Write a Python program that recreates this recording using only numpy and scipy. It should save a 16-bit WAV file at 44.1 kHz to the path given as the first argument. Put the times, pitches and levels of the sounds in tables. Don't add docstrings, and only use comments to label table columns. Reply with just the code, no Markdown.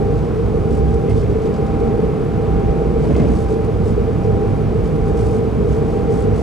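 import sys
import numpy as np
from scipy import signal
from scipy.fft import rfft, irfft
from scipy.io import wavfile
from scipy.ndimage import uniform_filter1d, minimum_filter1d

SR = 44100
rng = np.random.default_rng(int(sys.argv[2]) if len(sys.argv) > 2 else 0)


def master(y):
    cut = np.clip(np.atleast_2d(y).T, -1, 1)
    pcm = np.round(cut * 32767)
    wavfile.write(sys.argv[1], SR, pcm.astype(np.int16))


N = 283122
TIME_S = np.arange(N) / SR
HZ = np.maximum(np.arange(N // 2 + 1) * SR / N, 1)

# time in seconds, sway level in dB, floor boom level in dB.
BODY_LEVELS = [(0.0, -36, -24), (0.18, -41, -20.5), (0.36, -30.5, -30), (0.46, -50, -19),
               (0.53, -21, -22.5), (0.95, -42, -16), (1.03, -41, -33), (1.11, -35, -17.5),
               (1.59, -35, -26.5), (1.88, -25, -23.5), (1.93, -49.5, -22), (2.13, -50, -23),
               (2.22, -24, -41), (2.31, -40, -22.5), (2.47, -38, -29), (2.54, -24, -15),
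               (2.61, -31.5, -27.5), (2.68, -22, -19), (2.76, -30, -24.5), (3.34, -41.5, -14.5),
               (3.48, -35, -19.5), (3.54, -47.5, -27.5), (3.83, -31, -22), (3.88, -33, -21),
               (4.7, -27, -25), (4.83, -42, -14), (4.9, -47, -28.5), (5.06, -23, -19), (5.33, -47, -18.5),
               (5.36, -39, -27), (5.78, -44, -17.5), (5.93, -27, -29), (6.26, -39, -20.5),
               (6.42, -60, -22.5)]
# time in seconds, level of the second floor mode in dB.
THRUM_LEVELS = [(0.0, -25), (0.07, -22.5), (0.18, -26), (0.93, -25), (0.95, -34.5), (1.14, -17),
                (1.41, -27), (2.32, -29.5), (2.5, -18), (3.0, -37.5), (3.07, -28.5), (3.57, -31),
                (3.68, -22), (4.17, -25), (4.38, -18.5), (4.43, -32), (4.52, -16), (4.58, -26.5),
                (4.67, -18), (4.74, -33), (4.79, -19.5), (4.86, -39), (4.95, -25.5), (6.22, -25.5),
                (6.33, -17.5), (6.42, -35)]
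# frequency in Hz, relative density in dB.
SWAY_SPECTRUM = [(15, -41), (25, -26), (35, -14.5), (48, -17), (60, -25), (90, -40)]
# frequency in Hz, width in Hz, relative level in dB.
BOOM_MODES = [(60.9, 18.7, -2), (79, 59, -27)]
THRUM_MODES = [(103.5, 13.6, 0)]


def car_body():
    sway_db, boom_db = in_time(BODY_LEVELS)
    thrum_db, = in_time(THRUM_LEVELS)
    sway = amp(sway_db) * steadied(noise(colour(SWAY_SPECTRUM)), window_s=0.25)
    boom = amp(boom_db) * steadied(noise(modal(BOOM_MODES)), window_s=0.073)
    thrum = amp(thrum_db) * steadied(noise(modal(THRUM_MODES)), window_s=0.08)
    return sway + boom + thrum


# time in seconds, bogie rumble level in dB, roar level in dB before its lift.
TRACK_LEVELS = [(0.0, -19.5, -40), (0.3, -22.5, -39.5), (0.7, -20, -40.5), (1.15, -21.5, -40.5),
                (1.5, -22, -39), (1.8, -20.5, -38.5), (2.3, -21.5, -39), (2.55, -21, -38),
                (2.95, -20.5, -39), (3.2, -16, -39.5), (3.5, -22.5, -39.5), (3.85, -21, -40),
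                (4.5, -21, -39), (5.0, -20.5, -39.5), (5.2, -20.5, -39.5), (5.5, -21, -39.5),
                (6.42, -20, -38.5)]
# time in seconds, level in dB.
DRONE_SWELLS = [(0.0, -17.5), (0.27, -28.5), (0.3, -23), (1.52, -21), (1.55, -33.5), (1.63, -16),
                (1.64, -27.5), (1.79, -24), (1.82, -17.5), (1.91, -24.5), (1.97, -19), (2.25, -25),
                (2.95, -21.5), (3.5, -26.5), (3.54, -17), (3.65, -26), (3.68, -23.5), (3.97, -24.5),
                (4.0, -17), (4.04, -28), (4.11, -19.5), (4.17, -30), (4.29, -19), (4.54, -25), (5.47, -21),
                (5.52, -29.5), (5.58, -21), (5.92, -23), (6.24, -18.5), (6.42, -28)]
# frequency in Hz, width in Hz, relative level in dB.
RUMBLE_MODES = [(119, 15.5, -3.5), (149.6, 32.7, -1.5), (186, 108, -7), (227.4, 34, -5.5), (280, 27, -13.5),
                (307.5, 41, -10.5), (354, 73, -11.5)]
DRONE_MODES = [(409.6, 21.7, -4), (436.4, 19, -1), (457.3, 23.7, -2), (476, 28, -8)]
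# frequency in Hz, relative density in dB.
FILL_SPECTRUM = [(40, -23), (70, 2.5), (130, -4.5), (250, -7.5), (380, -10), (480, -21), (600, -59)]
ROAR_SPECTRUM = [(300, -10), (500, -1), (575, -7), (632, -5.5), (740, -9), (873, -13), (1290, -15.5),
                 (1560, -21.5), (1840, -25.5), (2160, -24.5), (2900, -31.5), (4000, -42), (5200, -52)]


def rolling(fill_db=-29.5, roar_lift_db=9.5):
    rumble_db, roar_db = in_time(TRACK_LEVELS)
    swell_db, = in_time(DRONE_SWELLS)
    rumble = amp(rumble_db) * steadied(noise(modal(RUMBLE_MODES)), window_s=0.19)
    drone = amp(swell_db) * steadied(noise(modal(DRONE_MODES)), window_s=0.2)
    fill = amp(fill_db) * noise(colour(FILL_SPECTRUM))
    roar = amp(roar_db + roar_lift_db) * noise(colour(ROAR_SPECTRUM))
    return rumble + drone + fill + roar


# start in seconds, level in dB.
KNOCKS = [(1.09, -25), (3.035, -19.5), (3.1, -20.5), (3.16, -22), (3.195, -18), (3.212, -23.5),
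          (3.245, -27), (3.285, -24.5), (3.32, -34)]
# frequency in Hz, relative density in dB.
KNOCK_SPECTRUM = [(80, -29), (150, -8.5), (220, 0.5), (300, 0), (420, -5), (650, -11.5), (900, -19),
                  (1400, -29), (2100, -31.5), (3000, -37.5), (4500, -55)]


def wheel_knocks():
    return blows(KNOCKS, rise_s=0.0062, t60_s=0.27) * noise(colour(KNOCK_SPECTRUM))


# time in seconds, tooth-mesh level in dB.
MESH_LEVELS = [(0, -36), (.45, -41.5), (.9, -38.5), (1.3, -38.5), (1.8, -36.5), (2.2, -36.5), (2.6, -36.5),
               (3.1, -38), (3.5, -40.5), (3.95, -39), (4.4, -38.5), (4.8, -39), (5.2, -39), (5.6, -38),
               (6.0, -39), (6.42, -34.5)]
# time in seconds, beat rate in Hz.
BEAT_RATES = [(0, 1.1), (2.9, 1.1), (3.2, 1.2), (6.42, 1.2)]
# frequency in Hz, level in dB.
WHINES = [(1578, -64), (1639, -66), (2422, -63), (4601, -78), (4856, -74), (5186, -77), (5600, -79),
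          (5900, -74), (5798, -76), (7285, -80), (9200, -82), (9399, -80)]


def gear_drives(mesh_hz=789.02, first_db=0.5, second_db=-4, start_cycles=0.072):
    mesh_db, = in_time(MESH_LEVELS)
    beat_hz, = in_time(BEAT_RATES)
    slip_cycles = start_cycles + np.cumsum(beat_hz) / SR
    first = amp(first_db) * np.cos(2 * np.pi * mesh_hz * TIME_S)
    second = amp(second_db) * np.cos(2 * np.pi * (mesh_hz * TIME_S + slip_cycles))
    whines = sum(amp(db) * np.sin(2 * np.pi * hz * TIME_S) for hz, db in WHINES)
    return np.sqrt(2) * (amp(mesh_db) * (first + second) + whines)


# start in seconds, level in dB.
PINGS = [(1.081, -32), (1.101, -27), (1.123, -37), (1.222, -32), (1.257, -32), (1.298, -36), (3.104, -38),
         (3.116, -38), (3.13, -36), (3.146, -25.5), (3.175, -35), (3.186, -33), (3.193, -33), (3.203, -29),
         (3.24, -37), (3.33, -36)]
# frequency in Hz, relative level in dB, delay in seconds.
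FITTING_MODES = [(2115, 1, .006), (2330, -16, .003), (2560, -8, 0.0024), (2890, -12, 0.0035),
                 (3240, -16, 0.0039)]


def fitting_pings(rise_s=0.004, t60_s=0.035, detune=0.01, scatter_db=2.0):
    out, t = np.zeros(N), np.arange(SR // 4) / SR
    attack = np.minimum(t / rise_s, 1)
    for start_s, ping_db in PINGS:
        for hz, mode_db, delay_s in FITTING_MODES:
            db = ping_db + mode_db + rng.normal(0, scatter_db)
            ring = np.sin(2 * np.pi * hz * rng.normal(1, detune) * t)
            at = round((start_s + delay_s) * SR)
            out[at:at + len(t)] += attack * amp(db - 60 * t / t60_s) * ring
    return out


# start in seconds, length before the fall in seconds, level in dB, brightness in dB.
BUZZ_SPELLS = [(.13, 0.13, -59, -5), (.69, 0.082, -52.5, 11), (0.858, 0.12, -62, 3), (1.08, .04, -52, 3),
               (1.135, 0.082, -51, -1), (1.41, 0.05, -52, -1), (1.525, .04, -62, -3),
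               (2.99, 0.22, -53.5, 3), (3.136, 0.15, -53, -1), (3.285, 0.15, -50.5, 9),
               (3.46, 0.073, -50, 4), (3.823, 0.088, -51.5, 8), (4.82, 0.051, -51.5, 0),
               (5.03, .06, -55, 6), (5.142, 0.23, -51, 11), (5.65, 0.13, -52.5, 6), (5.8, 0.21, -56.5, 7),
               (6.084, 0.14, -49.5, 7), (6.325, 0.079, -49.5, 5)]
# frequency in Hz, width in Hz, relative level in dB.
PANEL_MODES = [(58.8, 4.6, -2.5), (53, 4.4, -1.5)]


def buzz_force(rest_db=-58, rise_s=0.035, fall_s=0.04, settle_s=0.0091):
    swing, = noise(modal(PANEL_MODES), channels=1)
    touches = 1.0 * (np.diff(np.sign(swing), prepend=0) > 0)
    pulses = uniform_filter1d(touches, 90)
    pole = np.exp(-1 / (settle_s * SR))
    contact = unit_rms(signal.lfilter([1], [1, -pole], pulses))
    power = amp(rest_db) ** 2
    for start_s, length_s, db, bright_db in BUZZ_SPELLS:
        end_s = start_s + length_s
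        corners_s = [start_s, start_s + min(rise_s, length_s), end_s, end_s + fall_s]
        spell = np.interp(TIME_S, corners_s, [0, 1, 1, 0])
        power = power + (amp(tilted(db, bright_db)) * spell) ** 2
    return np.sqrt(power) * unit_rms(1 + contact)


# start in seconds, level in dB, brightness in dB, pitch in Hz (arbitrary for faint ticks).
TICKS = [(0.1794, -55, -3, 4780), (0.7063, -57, 3, 9090), (.893, -56, 0, 7840), (0.9403, -51, 9, 7800),
         (1.0959, -47, 4, 8610), (1.1717, -52, 0, 9390), (1.2994, -52, -2, 4650), (1.4194, -53, -2, 5340),
         (1.4586, -55, 0, 7280), (1.539, -49, -12, 4650), (1.562, -56, -12, 4650), (1.664, -50, -1, 6980),
         (1.7994, -54, 0, 5430), (1.8694, -58, 0, 4650), (3.0424, -56, -1, 5900), (3.1632, -49, 0, 6670),
         (3.198, -52, 0, 6330), (3.218, -52, -5, 4650), (3.277, -54, 0, 5300), (3.3613, -54, 2, 8610),
         (3.6441, -52, 0, 9470), (3.8796, -51, 0, 8350), (4.2344, -52, -3, 5340), (4.4994, -61, -1, 7490),
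         (4.9534, -54, 0, 9720), (5.0786, -54, 2, 9690), (5.1731, -52, 3, 5300), (5.19, -52, 0, 6160),
         (5.206, -52, 4, 9730), (5.257, -52, 4, 8610), (5.7219, -51, 3, 7150), (5.9015, -58, 2, 8270),
         (6.1374, -58, 3, 9780)]


def tick_force():
    touches = [(start_s, tilted(db, bright_db)) for start_s, db, bright_db, _ in TICKS]
    return blows(touches, rise_s=0.001, t60_s=0.048)


def tick_rings(ring_db=-5, rise_s=0.003, t60_s=0.11, pair_ratio=1.03):
    out, t = np.zeros(N + SR), np.arange(SR // 5) / SR
    envelope = np.minimum(t / rise_s, 1) * amp(ring_db - 60 * t / t60_s)
    for start_s, db, _, hz in TICKS:
        pair = sum(np.sin(2 * np.pi * (f * t + rng.random())) for f in (hz, hz * pair_ratio))
        at = round(start_s * SR)
        out[at:at + len(t)] += amp(db) * envelope * pair
    return out[:N]


# frequency in Hz, relative density in dB.
GRIT_SPECTRUM = [(1800, -24.5), (3000, 7), (4800, 5), (6500, 1.5), (8500, 1), (10200, -7), (11800, -13),
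                 (15000, -45)]
# frequency in Hz, width in Hz, relative level in dB.
TRIM_MODES = [(4650, 110, -3.5), (5240, 82, -3), (5860, 70, -3), (6330, 80, -0.5), (6670, 43, -6),
              (7250, 80, -5.5), (8000, 97, -9.5), (8550, 53, -6), (9260, 31, -5), (9720, 56, -3)]


def trim_rub(force, modes_db=9, split_hz=6500):
    resonance = np.sqrt(1 + (amp(modes_db) * modal(TRIM_MODES)) ** 2)
    grit = noise(colour(GRIT_SPECTRUM) * resonance)
    dull = irfft(rfft(grit) / (1 + (HZ / split_hz) ** 4), N)
    dull_force, bright_force = force
    return dull_force * dull + bright_force * (grit - dull)


# frequency in Hz, relative density in dB.
HISS_SPECTRUM = [(1500, -37), (2500, -11.5), (3400, -12), (5450, -16), (6650, -19.5), (9400, -20.5),
                 (11800, -29.5), (14600, -28.5), (16500, -46)]


def air_hiss(level_db=-53.5):
    return amp(level_db) * noise(colour(HISS_SPECTRUM))


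def amp(db):
    return 10 ** (np.asarray(db) / 20)


def unit_rms(x):
    return x / np.sqrt(np.mean(x ** 2) + 1e-20)


def tilted(db, bright_db):
    return db + np.array([[-0.5], [0.5]]) * bright_db


def in_time(rows):
    times_s, *columns = np.transpose(rows)
    return [np.interp(TIME_S, times_s, column) for column in columns]


def over_hz(rows):
    hz, *columns = np.transpose(rows)
    return [np.interp(np.log(HZ), np.log(hz), column) for column in columns]


def colour(spectrum):
    return amp(over_hz(spectrum)[0]) * (HZ > spectrum[0][0]) * (HZ < spectrum[-1][0])


def modal(modes):
    power = 0
    for hz, width_hz, db in modes:
        offset = (HZ ** 2 - hz ** 2) / (HZ * width_hz)
        power = power + (amp(db) / (1 + offset ** 2)) ** 2
    return np.sqrt(power)


def noise(gain, channels=2):
    return unit_rms(irfft(rfft(rng.standard_normal((channels, N))) * gain, N))


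def steadied(x, window_s):
    power = uniform_filter1d(x[0] ** 2, int(window_s * SR))
    return unit_rms(x / np.sqrt(power + 0.76))


def blows(events, rise_s, t60_s):
    force = 0
    for start_s, db in events:
        attack = np.clip((TIME_S - start_s) / rise_s, 0, 1)
        decay_s = np.maximum(TIME_S - start_s - rise_s, 0)
        force = force + attack * amp(db - 60 * decay_s / t60_s)
    return force


def scene():
    running = car_body() + rolling() + wheel_knocks()
    noises = running + trim_rub(buzz_force() + tick_force()) + air_hiss()
    tones = gear_drives() + fitting_pings() + tick_rings()
    return noises + tones * [[1], [0]]


# frequency in Hz, coherence from 0 to 1, right lead in radians, left minus right in dB.
MIC_PORTS = [(30, .995, .67, -3.3), (90, .995, .82, -4.1), (160, .98, .9, -2.5), (250, .85, 1.15, -.5),
             (400, .98, .98, .4), (640, .75, 1.05, -.5), (800, .78, 1.0, .8), (1100, .7, .66, -1),
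             (1600, .55, .6, .3), (2000, .71, .05, -.3), (3200, .66, .22, -.6), (6000, .7, .06, .1),
             (8000, .77, .08, 0), (9200, .93, .05, 0), (9800, .995, 0, 0), (16000, 1, 0, 0)]


def record(dry, fade_samples=64, ceiling=0.7, hold_s=0.006, cutoff_hz=15700):
    coherence, lead_rad, balance_db = over_hz(MIC_PORTS)
    side = np.array([[1], [-1]])
    from_edge = np.minimum(np.arange(N), np.arange(N)[::-1])
    common, diffuse = rfft(dry * np.minimum(from_edge / fade_samples, 1))
    spectra = np.sqrt((1 + coherence) / 2) * common + side * np.sqrt((1 - coherence) / 2) * diffuse
    phase_shift = np.exp(-1j * side * lead_rad / 2) / np.cos(lead_rad / 2)
    pair = irfft(spectra * amp(side * balance_db / 2) * phase_shift, N)
    hold = int(hold_s * SR)
    allowed = np.minimum(ceiling / (np.abs(pair).max(axis=0) + 1e-9), 1)
    held = minimum_filter1d(allowed, 2 * hold)
    gain = uniform_filter1d(uniform_filter1d(held, hold), hold)
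    lowpass = signal.ellip(12, 0.5, 80, cutoff_hz, fs=SR, output="sos")
    return signal.sosfilt(lowpass, pair * gain)


dry = scene()
out = record(dry)
master(out)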